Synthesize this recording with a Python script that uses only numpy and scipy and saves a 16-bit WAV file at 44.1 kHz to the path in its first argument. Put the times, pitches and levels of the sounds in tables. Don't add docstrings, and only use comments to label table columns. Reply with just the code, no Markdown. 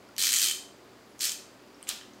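import sys
import numpy as np
from scipy import signal
from scipy.fft import rfft, irfft
from scipy.io import wavfile

SR = 44100
rng = np.random.default_rng(int(sys.argv[2]) if len(sys.argv) > 2 else 0)


def natural_amplitude(level_db):
    exponent = np.asarray(level_db, float) / 20
    return 10 ** exponent


def master_out(mix):
    frames = np.transpose(np.atleast_2d(mix))
    ceiling = np.clip(frames, -1, 1)
    pcm = np.round(ceiling * 32767).astype(np.int16)
    wavfile.write(sys.argv[1], SR, pcm)


N = 97020

# start in seconds, tick in dB,
# rebound delay in ms, rebound in dB.
FIRST_TWIRL_TEETH = [(.1811, -18, 3.4, -17), (.1937, -21, 2.7, -17), (.2022, -19, 2.4, -22),
                     (.2146, -19, 2.0, -18), (.2227, -15, 3.0, -14), (.2357, -16, 2.0, -15),
                     (.2442, -18, 2.4, -13), (.2537, -15, 2.0, -15), (.2591, -16, 2.0, -22),
                     (.2683, -16, 1.5, -14), (.2776, -20, 2.7, -18), (.2901, -13, 2.4, -14),
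                     (.2967, -17, 2.0, -23), (.3067, -17, 2.2, -17), (.3205, -16, 1.8, -13),
                     (.3294, -11, 1.9, -16), (.3380, -10, 2.5, -14), (.3457, -13, 2.9, -17),
                     (.3524, -14, 2.0, -22),
                     (.3596, -14, 1.5, -18), (.3643, -12, 1.8, -16), (.3693, -13, 2.0, -22),
                   (.3776, -20, 4.0, -19), (.3856, -14, 1.5, -14), (.3954, -15, 1.9, -15),
                   (.4049, -17, 2.4, -16), (.4163, -16, 1.5, -13), (.4203, -15, 2.0, -23),
                   (.4268, -18, 1.6, -12), (.4352, -14, 2.0, -22), (.4419, -15, 1.4, -17),
                   (.4506, -18, 2.2, -18), (.4600, -19, 2.1, -17), (.4709, -17, 4.0, -20),
                   (.4839, -16, 2.4, -16), (.4980, -20, 1.2, -24), (.5117, -16, 1.6, -20)]
# start in seconds, tick in dB, rebound delay in ms,
# rebound in dB.
SECOND_TWIRL_TEETH = [
    (1.2066, -21, 2.6, -20),
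    (1.2133, -26, 2.0, -30),
    (1.2191, -23, 2.7, -22),
    (1.2297, -22, 3.0, -20),
    (1.2400, -17, 2.0, -16),
    (1.2456, -14, 2.0, -24),
    (1.2534, -15, 2.3, -22),
    (1.2699, -19, 2.4, -21),
    (1.2933, -19, 2.8, -25),
    (1.3186, -19, 1.2, -26),
]
# start in seconds, level in dB, brightest band in Hz.
LOOSE_TICKS = [(.1652, -31, 6000), (.1706, -41, 4000), (1.1844, -44, 10000), (1.1927, -34, 7000),
               (1.2026, -33, 5500), (1.8106, -45, 2600), (1.8278, -31, 8500), (1.8387, -46, 5200),
               (1.8711, -35, 2500), (1.8728, -40, 3500), (1.8745, -41, 7000), (1.8774, -38, 7000),
               (1.8795, -41, 4000), (1.8815, -41, 5000), (2.1351, -47, 6000)]
# time in seconds, frequency in Hz.
FACING_HZ = [(.18, 4400), (.23, 6430), (.26, 5600), (0.288, 5230), (.32, 8350), (.36, 7200), (.40, 6300),
             (.43, 4970), (.47, 4800), (0.483, 8240), (.51, 7350), (1.2, 5360), (1.24, 5600), (1.27, 6500),
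             (1.32, 7250)]
# time in seconds, level in dB.
GRIP_DB = [(.16, 4), (.19, 1), (.22, 4), (.3, 1), (.43, 1), (.47, 7), (.52, 9), (1.2, -4), (1.26, -2),
           (1.28, 3), (1.32, 7), (1.8, -2)]
# frequency in Hz, level in dB, t60 in seconds.
HEAD_MODES = [(1285, -15, 0.0044), (1820, -18.5, 0.011), (2500, -8, 0.0046), (3445, -0.5, 0.0023),
              (4305, -1.5, .0035), (5310, -3, 0.0028), (6170, -5, 0.005), (7200, 0.5, 0.0029),
              (8500, -1.5, 0.0029), (9640, -1, 0.0016), (11460, -5, 0.0028), (12320, -5, 0.0015),
              (12780, -4.5, 0.0035), (15240, -6.5, 0.0016)]
# frequency in Hz, level in dB, t60 in seconds.
HANDLE_MODE = (3080, -20, .026)
# start in seconds, level in dB, brightest band in Hz.
SOCKET_HITS = [
    (1.887, -33, 5400),
    (1.8901, -13, 7800),
    (1.8903, -19, 4300),
    (1.8910, -24, 8000),
    (1.8924, -18, 4200),
    (1.8930, -21, 6800),
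]
# frequency in Hz, level in dB, t60 in seconds.
SOCKET_MODES = [(1050, -30, .006), (1350, -32, .006), (1800, -30, .008), (2400, -16, .004),
                (3000, -14, .004), (3935, -6, .0035), (4300, -24, .015), (5100, -7, .003), (6100, -4, .003),
                (7300, -2, .004), (8100, -4, .004), (9600, -15, .003), (11600, -1, .003),
                (14000, -12, .002)]
# frequency in Hz, level in dB per Hz.
BLOW_SPECTRUM = [(500, -15), (1000, -6), (1900, -4.5), (3200, 4), (4300, 3.5), (7000, -0.5), (10000, -6),
                 (16000, -12)]
# start in seconds,
# level in dB, frequency in Hz, t60 in seconds.
SINGLE_RINGS = [(.0885, -50, 10800, .005), (.089, -49, 5300, .008), (.090, -49, 1410, .05),
                (.1652, -42, 3300, .006), (1.094, -54, 10800, .006), (1.496, -55, 11000, .006),
                (1.7447, -47, 5440, .012), (1.8278, -42, 3090, .006), (1.8278, -42, 4200, .005),
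                (1.8843, -35, 2800, .008), (1.885, -39, 1250, .012), (1.8902, -34, 4280, .025),
                (1.8902, -40, 1820, .025), (1.8905, -40, 1020, .012), (1.8882, -33, 2950, .008),
                (2.0125, -37, 1850, .008), (2.0125, -35, 3060, .009), (2.0125, -39, 2450, .004)]
# time in seconds, level in dB.
ROOM_SEND_DB = [(.1, -46), (0.181, 6), (.25, 0.5), (.34, -2.5), (.43, 2), (.5, -2), (1.2, 7.5), (1.25, 1),
                (1.33, -7), (1.8, -2), (1.85, -5), (1.875, 13), (1.892, -2.5), (2.1, 4)]
# delay in ms, level in dB.
FIRST_ECHOES = [(3.9, -20), (7.4, -14), (9.2, -15), (11.5, -9), (13.1, -15), (16.5, -15), (22.8, -14)]
# frequency in Hz, t60 in seconds.
ROOM_T60 = [(1000, .5), (2000, .46), (3000, .46), (5000, .44), (8000, .4), (11000, .35), (16000, .28)]
# frequency in Hz, level in dB per Hz.
AIR_SPECTRUM = [(30, -41), (90, -16.5), (384, -7.5), (1000, -12.5), (3000, -21.5), (7000, -27),
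                (10000, -34), (16000, -35.5)]
# frequency in Hz, width in Hz, rms level in dB.
DUCT_TONES = [(207, 7, -68), (246.7, 34, -67), (290.3, 34, -63.5), (373, 52, -62.5), (584.6, 12, -71.5),
              (1230, 110, -75), (4550, 1000, -73), (4930, 240, -76)]
# frequency in Hz, rms level in dB.
MAINS_HUM = [(59.5, -77), (119.5, -71)]

CONTACT_GAIN_DB = 2
FACING_DB, LOOSE_FACING_DB, FACING_WIDTH_OCT = 7.5, 23, 0.21
CHATTER_PER_TOOTH, CHATTER_DB, CHATTER_MS = 6, -15.5, 5
SCATTER_DB, DETUNE_RATIO = 2.5, .06
ONE_SIDE, ALL_SIDES = 0.81, .25


def ratchet(sides):
    out = np.zeros(N)
    when_s, facing_hz = np.transpose(FACING_HZ)
    for s, db, delay_ms, rebound_db in FIRST_TWIRL_TEETH + SECOND_TWIRL_TEETH:
        hz = np.interp(s, when_s, facing_hz)
        add(out, s, pawl_contact(s, db, hz, FACING_DB, sides))
        add(out, s + delay_ms / 1000, pawl_contact(s, rebound_db, .9 * hz, FACING_DB, sides))
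        for late, weak in rng.random((CHATTER_PER_TOOTH, 2)):
            chatter = pawl_contact(s, db + CHATTER_DB - 6 * weak, hz, FACING_DB, sides)
            add(out, s + late * CHATTER_MS / 1000, chatter)
    for s, db, hz in LOOSE_TICKS:
        add(out, s, pawl_contact(s, db, hz, LOOSE_FACING_DB, sides))
    return without_bass(out, 1500)


def pawl_contact(s, db, bright_hz, facing_db, sides):
    t = np.arange(1500) / SR
    handle_hz, handle_db, t60 = HANDLE_MODE
    grip_db = np.interp(s, *np.transpose(GRIP_DB))
    handle = natural_amplitude(handle_db + grip_db - 60 * t / t60) * np.sin(2 * np.pi * handle_hz * t)
    handle = handle * rng.uniform(.3, 1.4)
    head = ring_steel(HEAD_MODES, bright_hz, facing_db, sides)
    return natural_amplitude(db + CONTACT_GAIN_DB) * (head + handle)


def ring_steel(modes, bright_hz, facing_db, sides):
    hz, mode_db, t60 = np.transpose(modes)[:, :, None]
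    chance = rng.standard_normal((3, len(modes), 1))
    t = np.arange(900) / SR
    lift_db = facing_db * np.exp(-(np.log2(hz / bright_hz) / FACING_WIDTH_OCT) ** 2)
    scatter_db = sides * SCATTER_DB * np.clip(chance[0], -2, 2)
    level = natural_amplitude(mode_db + np.sqrt(sides) * lift_db + scatter_db)
    hz = hz * (1 + sides * DETUNE_RATIO * chance[1] * np.minimum(.004 / t60, 1))
    phase = np.pi * np.arange(len(modes))[:, None] + 1.5 * sides * chance[2]
    partials = level * natural_amplitude(-60 * t / t60) * np.sin(2 * np.pi * hz * t + phase)
    sound = partials.sum(0) * np.minimum(t / .00015, 1)
    return np.pad(sound / abs(sound).max(), (0, 600))


def without_bass(x, cutoff_hz):
    return signal.sosfilt(signal.butter(3, cutoff_hz, "high", fs=SR, output="sos"), x)


def socket_knock():
    out = np.zeros(N)
    for s, db, hz in SOCKET_HITS:
        add(out, s, natural_amplitude(db + CONTACT_GAIN_DB) * ring_steel(SOCKET_MODES, hz, FACING_DB, 1))
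    return without_bass(out, 3000)


def knock_into_room():
    out = np.zeros(N)
    blow = irfft(natural_amplitude(read(BLOW_SPECTRUM, np.fft.rfftfreq(256, 1 / SR))))
    blow = np.roll(blow, 32)
    add(out, 1.8902 - 32 / SR, natural_amplitude(-1.5) * blow / np.linalg.norm(blow))
    return out


def single_rings():
    out = np.zeros(N)
    t = np.arange(3000) / SR
    for s, db, hz, t60 in SINGLE_RINGS:
        add(out, s, natural_amplitude(db - 60 * t / t60) * np.sin(2 * np.pi * hz * t) * np.minimum(t / .0005, 1))
    return out


def room(x):
    build_s, tail_db = .008, -2.5
    t = np.arange(SR) / SR
    hz, frame_s, z = signal.stft(rng.standard_normal(SR), SR, nperseg=128)
    decay = natural_amplitude(-60 * frame_s / read(ROOM_T60, hz)[:, None])
    tail = signal.istft(z * decay, SR, nperseg=128)[1][:SR]
    tail = tail * np.minimum(t / build_s, 1) ** 2
    response = natural_amplitude(tail_db) * tail / np.linalg.norm(tail)
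    for k, (ms, db) in enumerate(FIRST_ECHOES):
        add(response, ms / 1000, np.array([(-1) ** k * natural_amplitude(db)]))
    return signal.fftconvolve(x, response)[:N]


def ventilation():
    hz, t = np.fft.rfftfreq(N, 1 / SR), np.arange(N) / SR
    out = natural_amplitude(-55.5) * shaped_noise(natural_amplitude(read(AIR_SPECTRUM, hz)))
    for f, width_hz, db in DUCT_TONES:
        out = out + natural_amplitude(db) * shaped_noise(1 / (1 + (2 * (hz - f) / width_hz) ** 2))
    for f, db in MAINS_HUM:
        out = out + np.sqrt(2) * natural_amplitude(db) * np.sin(2 * np.pi * f * t)
    return out


def shaped_noise(gain):
    x = irfft(rfft(rng.standard_normal(N)) * gain, N)
    return x / np.sqrt(np.mean(x ** 2) + 1e-20)


def read(points, hz):
    f, value = np.transpose(points)
    return np.interp(np.log(hz + 1), np.log(f + 1), value)


def add(mix, s, sound):
    part = mix[round(s * SR):][:len(sound)]
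    part += sound[:len(part)]


def scene():
    send = natural_amplitude(np.interp(np.arange(N) / SR, *np.transpose(ROOM_SEND_DB)))
    around = (ratchet(ALL_SIDES) + knock_into_room() + single_rings()) * send
    direct = ratchet(ONE_SIDE) + socket_knock() + single_rings()
    return (direct + room(around) + ventilation())[None]


def top_cut(x):
    return signal.sosfilt(signal.butter(12, 16980, fs=SR, output="sos"), x)


def record(dry):
    edge = signal.firwin(255, 15850, fs=SR)[None]
    mix = signal.oaconvolve(dry, edge, "same")
    return top_cut(mix)


dry = scene()
out = record(dry)
master_out(out)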